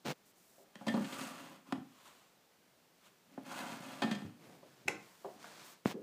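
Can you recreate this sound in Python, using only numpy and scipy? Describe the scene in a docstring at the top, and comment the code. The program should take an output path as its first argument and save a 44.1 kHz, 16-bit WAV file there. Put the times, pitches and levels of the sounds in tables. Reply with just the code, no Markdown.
"""A washing machine's plastic detergent drawer is tugged out of its catch, slides to its stop,
is pushed back in with a clatter and snaps shut. Its runners scrape, a loose insert rattles and the
steel cabinet booms under each knock. A sleeve rustles, and fingers rub and bump the microphone.
The small room has hard walls that echo, and a quiet background noise."""
import sys
import numpy as np
from scipy import signal
from scipy.fft import rfft, irfft
from scipy.io import wavfile
from scipy.ndimage import uniform_filter1d

SR = 44100
rng = np.random.default_rng(int(sys.argv[2]) if len(sys.argv) > 2 else 0)


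def to_wav(sig):
    """Store sig (one row per channel, or 1-D mono) as 16-bit WAV at the path in sys.argv[1].

    Samples outside -1..1 are clipped; the rate is SR.
    """
    pcm = np.clip(np.atleast_2d(sig), -1, 1) * 32767
    pcm = np.round(pcm).astype(np.int16)
    wavfile.write(sys.argv[1], SR, pcm.T)  # frames by channels


N = 265614
TIME = np.arange(N) / SR


# Levels in the tables are relative: the functions add their own gains.
# drawer knocks: t/s, clack level/dB, crack level/dB, boom level/dB, boom f/Hz, chatter fade/s
DRAWER_KNOCKS = [(0.755, -51, -48.5, -52, 201, 0.0015), (0.809, -50, -79, -48, 205, 0.011),
                 (0.866, -36.5, -45, -34.5, 210, 0.012), (0.880, -41, -38.5, -33, 226, 0.0054),
                 (0.898, -46, -53, -38, 237, 0.011), (0.939, -36.5, -48.5, -28, 224, 0.012),
                 (0.953, -40, -59, -42, 238, 0.014), (0.973, -38, -59, -33, 225, 0.0095),
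                 (1.003, -46, -68, -36, 223, 0.0041), (1.044, -62, -46.5, -52, 233, 0.0088),
                 (1.125, -68, -45, -45.5, 246, 0.019), (1.209, -48, -45, -40.5, 256, 0.0073),
                 (1.723, -32.5, -40, -31.5, 259, 0.0033), (1.751, -51, -68, -49, 265, 0.0055),
                 (3.376, -41.5, -68, -41.5, 250, 0.005), (3.603, -47, -47, -47, 254, 0.0082),
                 (3.718, -62, -54, -44.5, 235, 0.0062), (4.019, -31.5, -38, -36.5, 257, 0.007),
                 (4.033, -34.5, -40, -39, 240, 0.0034), (4.041, -41, -62, -30.5, 216, 0.0047),
                 (4.077, -41, -72, -38.5, 208, 0.0041), (4.111, -44, -41, -32.5, 205, 0.013),
                 (4.149, -57, -47, -41, 204, 0.0045), (4.219, -49.5, -57, -42, 211, 0.0016),
                 (4.889, -49, -56, -51, 290, 0.034)]
# tone of the hollow clack and of the sharp crack: f/Hz, level/dB
CLACK_TONE = [(70, -34), (150, -26), (320, -5), (420, -4), (540, -0.5), (740, 3), (1100, -5), (1900, -22.5),
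              (4000, -42), (10000, -83)]
CRACK_TONE = [(100, -49), (500, -32), (1200, -8), (1800, 5), (3500, 5.5), (4700, 1), (5700, -6.5),
              (8000, -8), (15000, -22)]
# notes of the steel cabinet: f/Hz, level/dB, ring time/s (the time to fade by 60 dB)
CABINET_NOTES = [(126, -25, .25), (146, -20, .35), (172, -24, .2), (209, -22, .4), (226, -15, .28),
                 (272, -16, .2), (322, -21, .15)]
# with the drawer out, the boom is higher and shorter: f/Hz, ring time/s
BOOM_RING_TIMES = [(215, .095), (260, 0.064)]
def knocks():
    """The drawer knocks and bounces twice; the first blow booms in the hollow and shakes the cabinet."""
    clack_bounce_db, crack_bounce_db, bounce_s = -15.5, -31, 0.033  # soft bounces hardly crack
    scatter_db, boom_rise_s, boom_lag_s = 3.5, 0.0013, 0.0023
    plastic, steel = np.zeros(N), np.zeros(N)
    for s, clack_db, crack_db, boom_db, boom_hz, chatter_s in DRAWER_KNOCKS:
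        for bounce in range(3):
            force = tray(chatter(chatter_s))
            clack = from_db(clack_db + bounce * clack_bounce_db) * burst_one(colour(force, CLACK_TONE))
            crack = from_db(crack_db + bounce * crack_bounce_db) * burst_one(colour(force, CRACK_TONE))
            add(plastic, s + bounce * bounce_s, clack + crack)
        cabinet = [(hz, db + scatter_db * rng.standard_normal(), t60) for hz, db, t60 in CABINET_NOTES]
        hollow = [(boom_hz, 0, at_hz(BOOM_RING_TIMES, boom_hz))]
        boom = burst_one(ring(hollow + cabinet, size=SR // 2))
        boom *= 1 - np.exp(-TIME[:len(boom)] / boom_rise_s)
        add(steel, s + boom_lag_s, from_db(boom_db) * boom)
    # sheet metal gives off little sound below its lowest note
    return from_db(-2) * plastic, from_db(4.5) * cut(steel, 6, 125, "high")


# pitches that the plastic tray boosts or dips: f/Hz, width/Hz, boost/dB
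TRAY_RESONANCES = [(539.7, 17, 6.5), (596, 20, 4), (712, 60, 1), (850, 100, 1), (1050, 29, 1),
                   (1200, 13, 4), (1328, 20, 8.5), (1420, 24, 1.5), (1650, 28, 1.5), (1855, 135, 5.5),
                   (2300, 31, -3), (2510, 63, 5), (3070, 49, -2), (3280, 200, 1.5), (3600, 94, 2.5),
                   (4320, 240, 2), (4580, 65, 3), (6500, 1800, 3.5)]
def tray(force):
    """The tray gives its own tone to whatever shakes it."""
    return resonate(force, TRAY_RESONANCES)


# drag on the runners, pulling out and pushing in: t/s, level/dB
PULL_DRAG = [(1.07, -49), (1.14, -46.5), (1.18, -46), (1.21, -42), (1.25, -46), (1.35, -50.5), (1.47, -54),
             (1.56, -60), (1.646, -88), (1.666, -63), (1.71, -59)]
PUSH_DRAG = [(3.31, -70), (3.43, -67), (3.47, -50.5), (3.51, -46), (3.62, -44.5), (3.675, -46.8),
             (3.745, -46.5), (3.812, -54), (3.834, -50.5), (4.005, -52)]
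# tone of the scrape, the hiss and the rumble: f/Hz, level/dB
SCRAPE_TONE = [(200, -27.5), (440, -5), (590, -0.5), (850, -1.5), (1400, -4), (1800, -9), (3000, -7),
               (5000, -15.5), (12000, -29.5)]
HISS_TONE = [(800, -15), (2200, -8), (4000, -6), (5300, -8), (8000, -5), (11000, -12), (15000, -14.5)]
RUMBLE_TONE = [(60, -35), (100, -20), (135, -7), (190, -4), (270, 0), (325, -4), (400, -20), (900, -35)]
# pushing presses the runners harder, so they rasp: f/Hz, width/Hz, level/dB
RASP_BANDS = [(840, 130, 1), (1015, 250, 7), (1244, 130, 5), (1364, 98, 2.5)]
def runners():
    """Plastic drags on plastic: tiny slips scrape the tray, hiss, rasp and rumble in the cabinet."""
    pull_scrape, pull_hiss, pull_rumble, pull_rasp = stroke(PULL_DRAG, attack_s=0.2, release_s=0.084)
    push_scrape, push_hiss, push_rumble, push_rasp = stroke(PUSH_DRAG, attack_s=0.041, release_s=0.22)
    slips = tray(grains(per_s=4500, spread_db=0.5) * grip(flutter_db=1.5, per_s=65))
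    scrape = rms_one(colour(slips, SCRAPE_TONE))
    # on the way out, the scrape's pitch sinks as more of the drawer stands free
    shut_hz, open_hz, width_hz, boost_db = 1570, 1040, 280, 6
    free_hz = shut_hz + (open_hz - shut_hz) * opening()
    sinking = scrape + (from_db(boost_db) - 1) * gliding_band(scrape, free_hz, width_hz)
    sound = from_db(-1) * pull_scrape * sinking + push_scrape * scrape  # pulling lifts the drawer
    sound += (pull_hiss + from_db(-2.5) * push_hiss) * rms_one(colour(slips, HISS_TONE))
    # a tight spot on the way out rasps at that same sinking pitch
    judder = grains(per_s=1300, spread_db=3)
    tight_spot = gliding_band(gliding_band(judder, free_hz, 2 * width_hz), free_hz, 2 * width_hz)
    pressed = sum(from_db(db) * band(band(judder, hz, 2 * width), hz, 2 * width)
                  for hz, width, db in RASP_BANDS)
    sound += from_db(-8.5) * pull_rasp * rms_one(tight_spot) + push_rasp * rms_one(pressed)
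    return sound + (pull_rumble + push_rumble) * friction(RUMBLE_TONE, per_s=1000, spread_db=4)


def stroke(drag, attack_s, release_s):
    """Gains of scrape, hiss, rumble and rasp: each grows with the drag at its own rate."""
    s, db = np.transpose(drag)
    full_drag_db = -45.5
    extra_db = np.interp(TIME, s, db) - full_drag_db
    scrape_db = -51.5 + 0.83 * extra_db
    hiss_db = -57 + 1.6 * extra_db
    rumble_db = -54.5 + 0.51 * extra_db
    rasp_db = -51 + 2.15 * extra_db
    return from_db([scrape_db, hiss_db, rumble_db, rasp_db]) * fades(s[0], s[-1], attack_s, release_s)


# how far the drawer stands out: t/s, share of its travel
DRAWER_TRAVEL = [(.9, 0), (1.5, 1), (3.4, 1), (4.1, 0)]
def opening():
    """Where the drawer is at each moment, from 0 (shut) to 1 (open)."""
    return np.interp(TIME, *np.transpose(DRAWER_TRAVEL))


# clicks of the catch snapping shut: t/s, level/dB
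CATCH_CLICKS = [(4.8772, -27), (4.8803, -18.5), (4.8823, -9), (4.8838, -8.5)]
# pitches that the front panel boosts: f/Hz, width/Hz, boost/dB
PANEL_RESONANCES = [(339, 40, 6), (453, 40, 2), (555, 40, 4), (795, 120, 5), (1050, 90, 6), (1211, 60, 3),
                    (1335, 50, 5), (1560, 140, 9), (2020, 130, 5), (2500, 130, 7), (2580, 160, 4),
                    (3752, 200, 1), (5825, 150, 3), (6700, 700, 2)]
# tone of the snap: f/Hz, level/dB
SNAP_TONE = [(70, -39), (140, -20), (300, -5.5), (500, -9.5), (750, 2.5), (1200, -11.5), (2500, 1.5),
             (2950, -8), (5000, -13.5), (7000, -11), (10000, -21), (15000, -29)]
def catch():
    """The catch jumps over its ridge in a few quick clicks, which sound through the front panel."""
    force = np.zeros(N)
    for s, db in CATCH_CLICKS:
        add(force, s, from_db(db) * click(chatter_s=0.00089, chatter_db=3.5))
    return from_db(-28) * burst_one(colour(resonate(force, PANEL_RESONANCES), SNAP_TONE))


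# notes of the machine's casing: f/Hz, level/dB, ring time/s
CASING_NOTES = [(338, 1.5, 0.29), (470, 2, 0.36), (680, -9, .35), (790, -8, 0.18), (1064, -8, 0.62),
                (1335, -7, 0.17), (1577, -5, .3), (2010, -3, 0.23), (2060, -3.5, 0.41), (2535, -10, 0.27),
                (3270, -19, 0.34)]
def casing(rise_s=0.003):
    """The hardest click of the catch sets the casing ringing faintly."""
    out = np.zeros(N)
    s, _ = max(CATCH_CLICKS, key=lambda row: row[1])
    add(out, s, from_db(-47.5) * ring(CASING_NOTES) * (1 - np.exp(-TIME[:SR] / rise_s)))
    return out


# rattles of the loose insert: t/s, level/dB, bright up to f/Hz
INSERT_RATTLES = [(0.884, -38.5, 2000), (0.998, -65, 1900), (1.128, -59, 2600), (4.022, -37, 2500),
                  (4.035, -45, 800), (4.077, -49, 3300), (4.111, -42, 9200), (4.129, -53, 5500),
                  (4.15, -59, 6100), (4.18, -62, 2600)]
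# notes of the insert: f/Hz, level/dB, ring time/s
INSERT_NOTES = [(1300, -3, .09), (1672, 0, 0.09), (1795, 2, 0.09), (1874, -3, 0.05), (2280, -8, 0.1),
                (2520, -6, .07), (3000, -5, .04), (3205, 1, .055), (3390, -2, .04), (3640, 1, 0.04),
                (4445, -7, .04), (4765, -4, 0.05)]
def rattles():
    """The loose insert chatters against the tray and rings briefly; soft touches sound duller."""
    out, notes = np.zeros(N), ring(INSERT_NOTES, size=SR // 3)
    for s, db, cut_hz in INSERT_RATTLES:
        force = cut(chatter(0.0027), 2, cut_hz, "low")
        add(out, s, from_db(db) * burst_one(signal.oaconvolve(force, notes)))
    return out


# soft, dull thuds: t/s, level/dB, f/Hz, fade/s
DULL_THUDS = [(0.578, -61, 456, 0.038), (1.778, -49.5, 145, 0.011), (4.243, -42.5, 158, 0.015),
              (4.495, -58.5, 696, 0.0045), (4.630, -54, 533, 0.0029), (4.854, -51.5, 167, 0.056),
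              (5.245, -42, 534, 0.0072), (5.255, -47, 400, 0.017), (5.354, -58, 188, 0.02),
              (5.442, -49, 860, 0.0048), (5.941, -39.5, 250, 0.018), (5.977, -54, 275, 0.072)]
def thuds():
    """Soft, dull thuds with no ring: the drawer and cabinet settle after knocks, and the hand bumps."""
    out = np.zeros(N)
    for s, db, hz, fade_s in DULL_THUDS:
        edge_hz = 1.7 * hz  # the tone falls away steeply above this
        tone = [(hz / 6.3, -30), (hz / 1.68, -5), (hz, 0), (edge_hz, -2),
                (edge_hz * 1.56, -21), (edge_hz * 6, -42), (edge_hz * 20, -62)]
        add(out, s, from_db(db) * burst_one(colour(chatter(fade_s), tone)))
    return out


# the hand lets go and takes hold again: t/s, peak level/dB, touch level/dB, touch rise/s
HAND_BRUSHES = [(2.072, -62.5, -61, 0.17), (3.066, -64, -69.5, 0.096)]
# tone of skin on the drawer front: f/Hz, level/dB
FRONT_TONE = [(300, -9.5), (850, -5), (1100, 0), (1550, -6), (2000, -8.5), (2900, -6), (3600, -8),
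              (5500, -16), (7500, -12), (10000, -19), (15000, -20)]
def brushes(peak_s=0.021):
    """Skin slides over the drawer front: a light touch with a short swell in its middle."""
    pressure = np.zeros(N)
    for s, peak_db, touch_db, touch_s in HAND_BRUSHES:
        pressure += from_db(peak_db) * fades(s, s, peak_s, peak_s)
        pressure += from_db(touch_db) * fades(s, s, touch_s, 1.18 * touch_s)
    return from_db(-2) * pressure * friction(FRONT_TONE, per_s=23000, spread_db=2.5)


# strokes of hand and sleeve: t/s, length/s, brush level/dB, hiss level/dB
SLEEVE_STROKES = [(4.442, 0.079, -58.5, -68), (4.675, 0.32, -67, -71), (5.043, 0.39, -78, -67.5),
                  (5.455, 0.074, -66.5, -58.5), (5.631, 0.042, -68, -58)]
# tone of the low brushing and of the cloth's hiss: f/Hz, level/dB
BRUSH_TONE = [(50, -27), (130, 11.5), (260, 7), (700, 2.5), (1500, -12), (2200, -10.5), (5000, -24.5)]
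CLOTH_TONE = [(200, -9), (1000, 2), (2500, -4.5), (4500, -5), (8000, -10), (11500, -18), (15000, -20)]
def sleeve():
    """Skin and cloth brush softly as the hand comes and goes."""
    fibres = grains(per_s=11000, spread_db=1.5)
    brush, hiss = rms_one(colour(fibres, BRUSH_TONE)), rms_one(colour(fibres, CLOTH_TONE))
    out = np.zeros(N)
    for s, length_s, brush_db, hiss_db in SLEEVE_STROKES:
        swell = fades(s, s + length_s, attack_s=0.054, release_s=0.09)
        out += swell * (from_db(brush_db) * brush + from_db(hiss_db) * hiss)
    return from_db(-1) * out


# low rubs on the microphone, and high swishes (the one at 5.03 s brightens the sleeve's hiss): t/s, length/s,
# level/dB
FINGER_RUBS = [(0.064, 0.045, -39.5), (5.867, 0.047, -43)]
FINGER_SWISHES = [(0.263, 0.043, -68.5), (0.369, 0.26, -69), (5.033, 0.32, -70.5), (5.652, 0.078, -61),
                  (5.864, 0.049, -58)]
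# tone of each: f/Hz, level/dB
RUB_TONE = [(40, -64), (80, -22), (150, 2.5), (420, -2), (800, -8.5), (1400, -11.5), (2400, -13.5),
            (4200, -17), (7000, -22.5), (10500, -32.5), (14000, -32), (15500, -29)]
SWISH_TONE = [(2000, -14), (5000, 1.5), (8000, 4.5), (11000, 0.5), (14500, 3.5)]
def fingers():
    """Fingers rub and swish over the microphone's case; one longer swish adds treble to the sleeve's rustle."""
    rub = friction(RUB_TONE, per_s=6000, spread_db=0.5)
    rub *= swells(FINGER_RUBS, attack_s=0.011, release_s=0.017)
    swish = friction(SWISH_TONE, per_s=31000, spread_db=3)
    swish *= swells(FINGER_SWISHES, attack_s=0.012, release_s=0.012)
    return rub + swish


# notes of the microphone's case: f/Hz, level/dB, ring time/s
MICROPHONE_NOTES = [(206, 26, 0.023), (336, 3.5, 0.028), (900, -33, 0.0021)]
def microphone_knock(s=5.8577, peak_db=-15):
    """A finger jolts the microphone's case, so its short ring starts with a steep edge."""
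    # np.diff makes the edge but favours high notes, so turn those down first
    notes = ring([(hz, db - 20 * np.log10(hz), t60) for hz, db, t60 in MICROPHONE_NOTES])
    jolt = cut(np.diff(notes, prepend=0), 2, [80, 2300], "band")
    out = np.zeros(N)
    add(out, s, -from_db(peak_db) * jolt / np.abs(jolt).max())
    return out


# how long the room echoes: f/Hz, ring time/s
ROOM_RING_TIMES = [(200, .42), (600, .41), (2000, .38), (5000, .31), (14000, .18)]
# how much of the snap the panel sends into the room: f/Hz, level/dB
SNAP_SPREAD = [(200, -14), (350, 1.5), (650, -11.5), (1100, -2), (1700, -8.5), (2500, -14), (4000, -8),
               (7000, -6), (12000, -8)]
def room(sound, snap, size=SR * 3 // 4):
    """Hard walls return a wash of echoes, whose high pitches die first."""
    t, tail = TIME[:size], np.zeros(size)
    edges_hz = np.geomspace(110, 16000, 11)
    for low, high in zip(edges_hz, edges_hz[1:]):
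        noise = cut(rng.standard_normal(size), 2, [low, high], "band")
        tail += noise * from_db(-60 * t / at_hz(ROOM_RING_TIMES, np.sqrt(low * high)))
    tail *= 1 - np.exp(-t / 0.0003)
    return signal.oaconvolve(sound + colour(snap, SNAP_SPREAD), tail / np.linalg.norm(tail))[:N]


# tone of the background noise: f/Hz, level/dB
BACKGROUND_TONE = [(15, -57), (25, 5.5), (66, -19.5), (182, -2), (296, -6), (347, -6), (594, -7.5),
                   (661, -7.5), (1040, -11.5), (2210, -14.5), (5670, -18), (7610, -20.5), (11000, -24),
                   (15000, -21.5)]
def background():
    """A faint, steady, mostly low noise."""
    return from_db(-68.5) * rms_one(colour(rng.standard_normal(N), BACKGROUND_TONE))


def chatter(fade_s, size=SR // 3):
    """Loose parts meet at many points: the tiny hits build up quickly, then die away."""
    t = TIME[:size]
    return rng.standard_normal(size) * (1 - np.exp(-t / 0.0013)) * np.exp(-t / fade_s)


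def click(chatter_s, chatter_db, size=SR // 3):
    """One sharp push, followed by tiny hits that die away."""
    hits = rng.standard_normal(size) * np.exp(-TIME[:size] / chatter_s)
    force = from_db(chatter_db) * hits / np.linalg.norm(hits)
    force[0] += 1
    return force


def grains(per_s, spread_db):
    """Tiny slips at random moments and of uneven size."""
    sizes = from_db(spread_db * np.minimum(rng.exponential(1, N), 4)) * rng.standard_normal(N)
    return sizes * (rng.random(N) < per_s / SR)


def friction(tone, per_s, spread_db):
    """Steady rubbing: many tiny slips with the given tone."""
    return rms_one(colour(grains(per_s, spread_db), tone))


def grip(flutter_db, per_s):
    """The surfaces catch and let go at random: a gain that wanders around 1."""
    return from_db(flutter_db * np.interp(TIME * per_s, np.arange(N), rng.standard_normal(N)))


def ring(notes, size=SR):
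    """A struck part rings: each note fades by 60 dB in its ring time, t60."""
    t = TIME[:size]
    return sum(from_db(db - 60 * t / t60) * np.sin(2 * np.pi * hz * t) for hz, db, t60 in notes)


def resonate(x, resonances):
    """Boost or dip a sound at each of a part's own pitches."""
    for hz, width_hz, boost_db in resonances:
        x = x + (from_db(boost_db) - 1) * band(x, hz, width_hz)
    return x


def band(x, hz, width_hz):
    """Keep the sound near one pitch."""
    return signal.lfilter(*signal.iirpeak(hz, hz / width_hz, fs=SR), x)


def gliding_band(x, hz, width_hz, size=512):
    """Keep the sound near a moving pitch."""
    out, state = np.zeros(N), np.zeros(2)
    for i in range(0, N, size):
        peak = signal.iirpeak(hz[i], hz[i] / width_hz, fs=SR)
        out[i:i + size], state = signal.lfilter(*peak, x[i:i + size], zi=state)
    return out


def cut(x, order, hz, keep):
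    """Keep the lows, the highs or a band; a higher order cuts the rest more steeply."""
    return signal.sosfilt(signal.butter(order, hz, keep, fs=SR, output="sos"), x)


def colour(x, tone, size=2 ** 13):
    """Give a sound a tone, with nothing heard ahead of a hit (a minimum-phase filter)."""
    gains = from_db(at_hz(tone, np.arange(size // 2 + 1) * SR / size))
    cepstrum = irfft(np.log(gains))
    cepstrum[1:size // 2] *= 2
    cepstrum[size // 2 + 1:] = 0
    response = irfft(np.exp(rfft(cepstrum)))[:size // 2]
    return signal.oaconvolve(x, response)[:len(x)]


def fades(start, end, attack_s, release_s):
    """Full gain between two times, with a smooth rise before and fall after."""
    outside = np.maximum(start - TIME, 0) / attack_s + np.maximum(TIME - end, 0) / release_s
    return np.exp(-np.minimum(outside, 10) ** 2)


def swells(touches, attack_s, release_s):
    """A gain that rises and falls with each touch."""
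    return sum(from_db(db) * fades(s, s + length_s, attack_s, release_s) for s, length_s, db in touches)


def from_db(db):
    """Turn decibels into a gain."""
    return 10 ** (np.asarray(db) / 20)


def rms_one(x):
    """Scale a sound to an average strength (rms) of 1."""
    return x / np.sqrt(np.mean(x ** 2) + 1e-20)


def burst_one(x, size=350):
    """Scale a blow so that its loudest moment has a strength of 1."""
    return x / np.sqrt(uniform_filter1d(x ** 2, size).max() + 1e-20)


def at_hz(points, hz):
    """Read between a table's rows, with octaves evenly spaced."""
    known_hz, values = np.transpose(points)
    return np.interp(np.log(np.maximum(hz, 1)), np.log(known_hz), values)


def add(track, s, sound):
    """Mix a sound into a track, starting at s seconds."""
    start = round(s * SR)
    track[start:start + len(sound)] += sound[:N - start]


def scene():
    """Drawer, hand and room over a quiet background."""
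    plastic, steel = knocks()
    plastic += rattles()
    slide, snap, dull = runners(), catch(), thuds()
    # the open drawer is close to the microphone, so it brings less echo with it
    echo_share = from_db(-3.5 * opening())
    drawer_to_room = echo_share * (from_db(-7.5) * plastic + from_db(-2.5) * slide)
    echoes = room(drawer_to_room + from_db(-7) * steel + from_db(-3) * dull, snap)
    surroundings = echoes + background()
    machine = plastic + steel + slide + snap + casing()
    hand = sleeve() + brushes() + fingers() + microphone_knock()
    return (machine + dull + hand + surroundings)[None]


def record(dry, bass_hz=85, top_hz=15400):
    """The small microphone loses the deep bass, and the very highest treble is cut."""
    thin = cut(dry, 2, bass_hz, "high")
    return signal.sosfilt(signal.ellip(10, .2, 70, top_hz, fs=SR, output="sos"), thin)


dry = scene()
out = record(dry)
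to_wav(out)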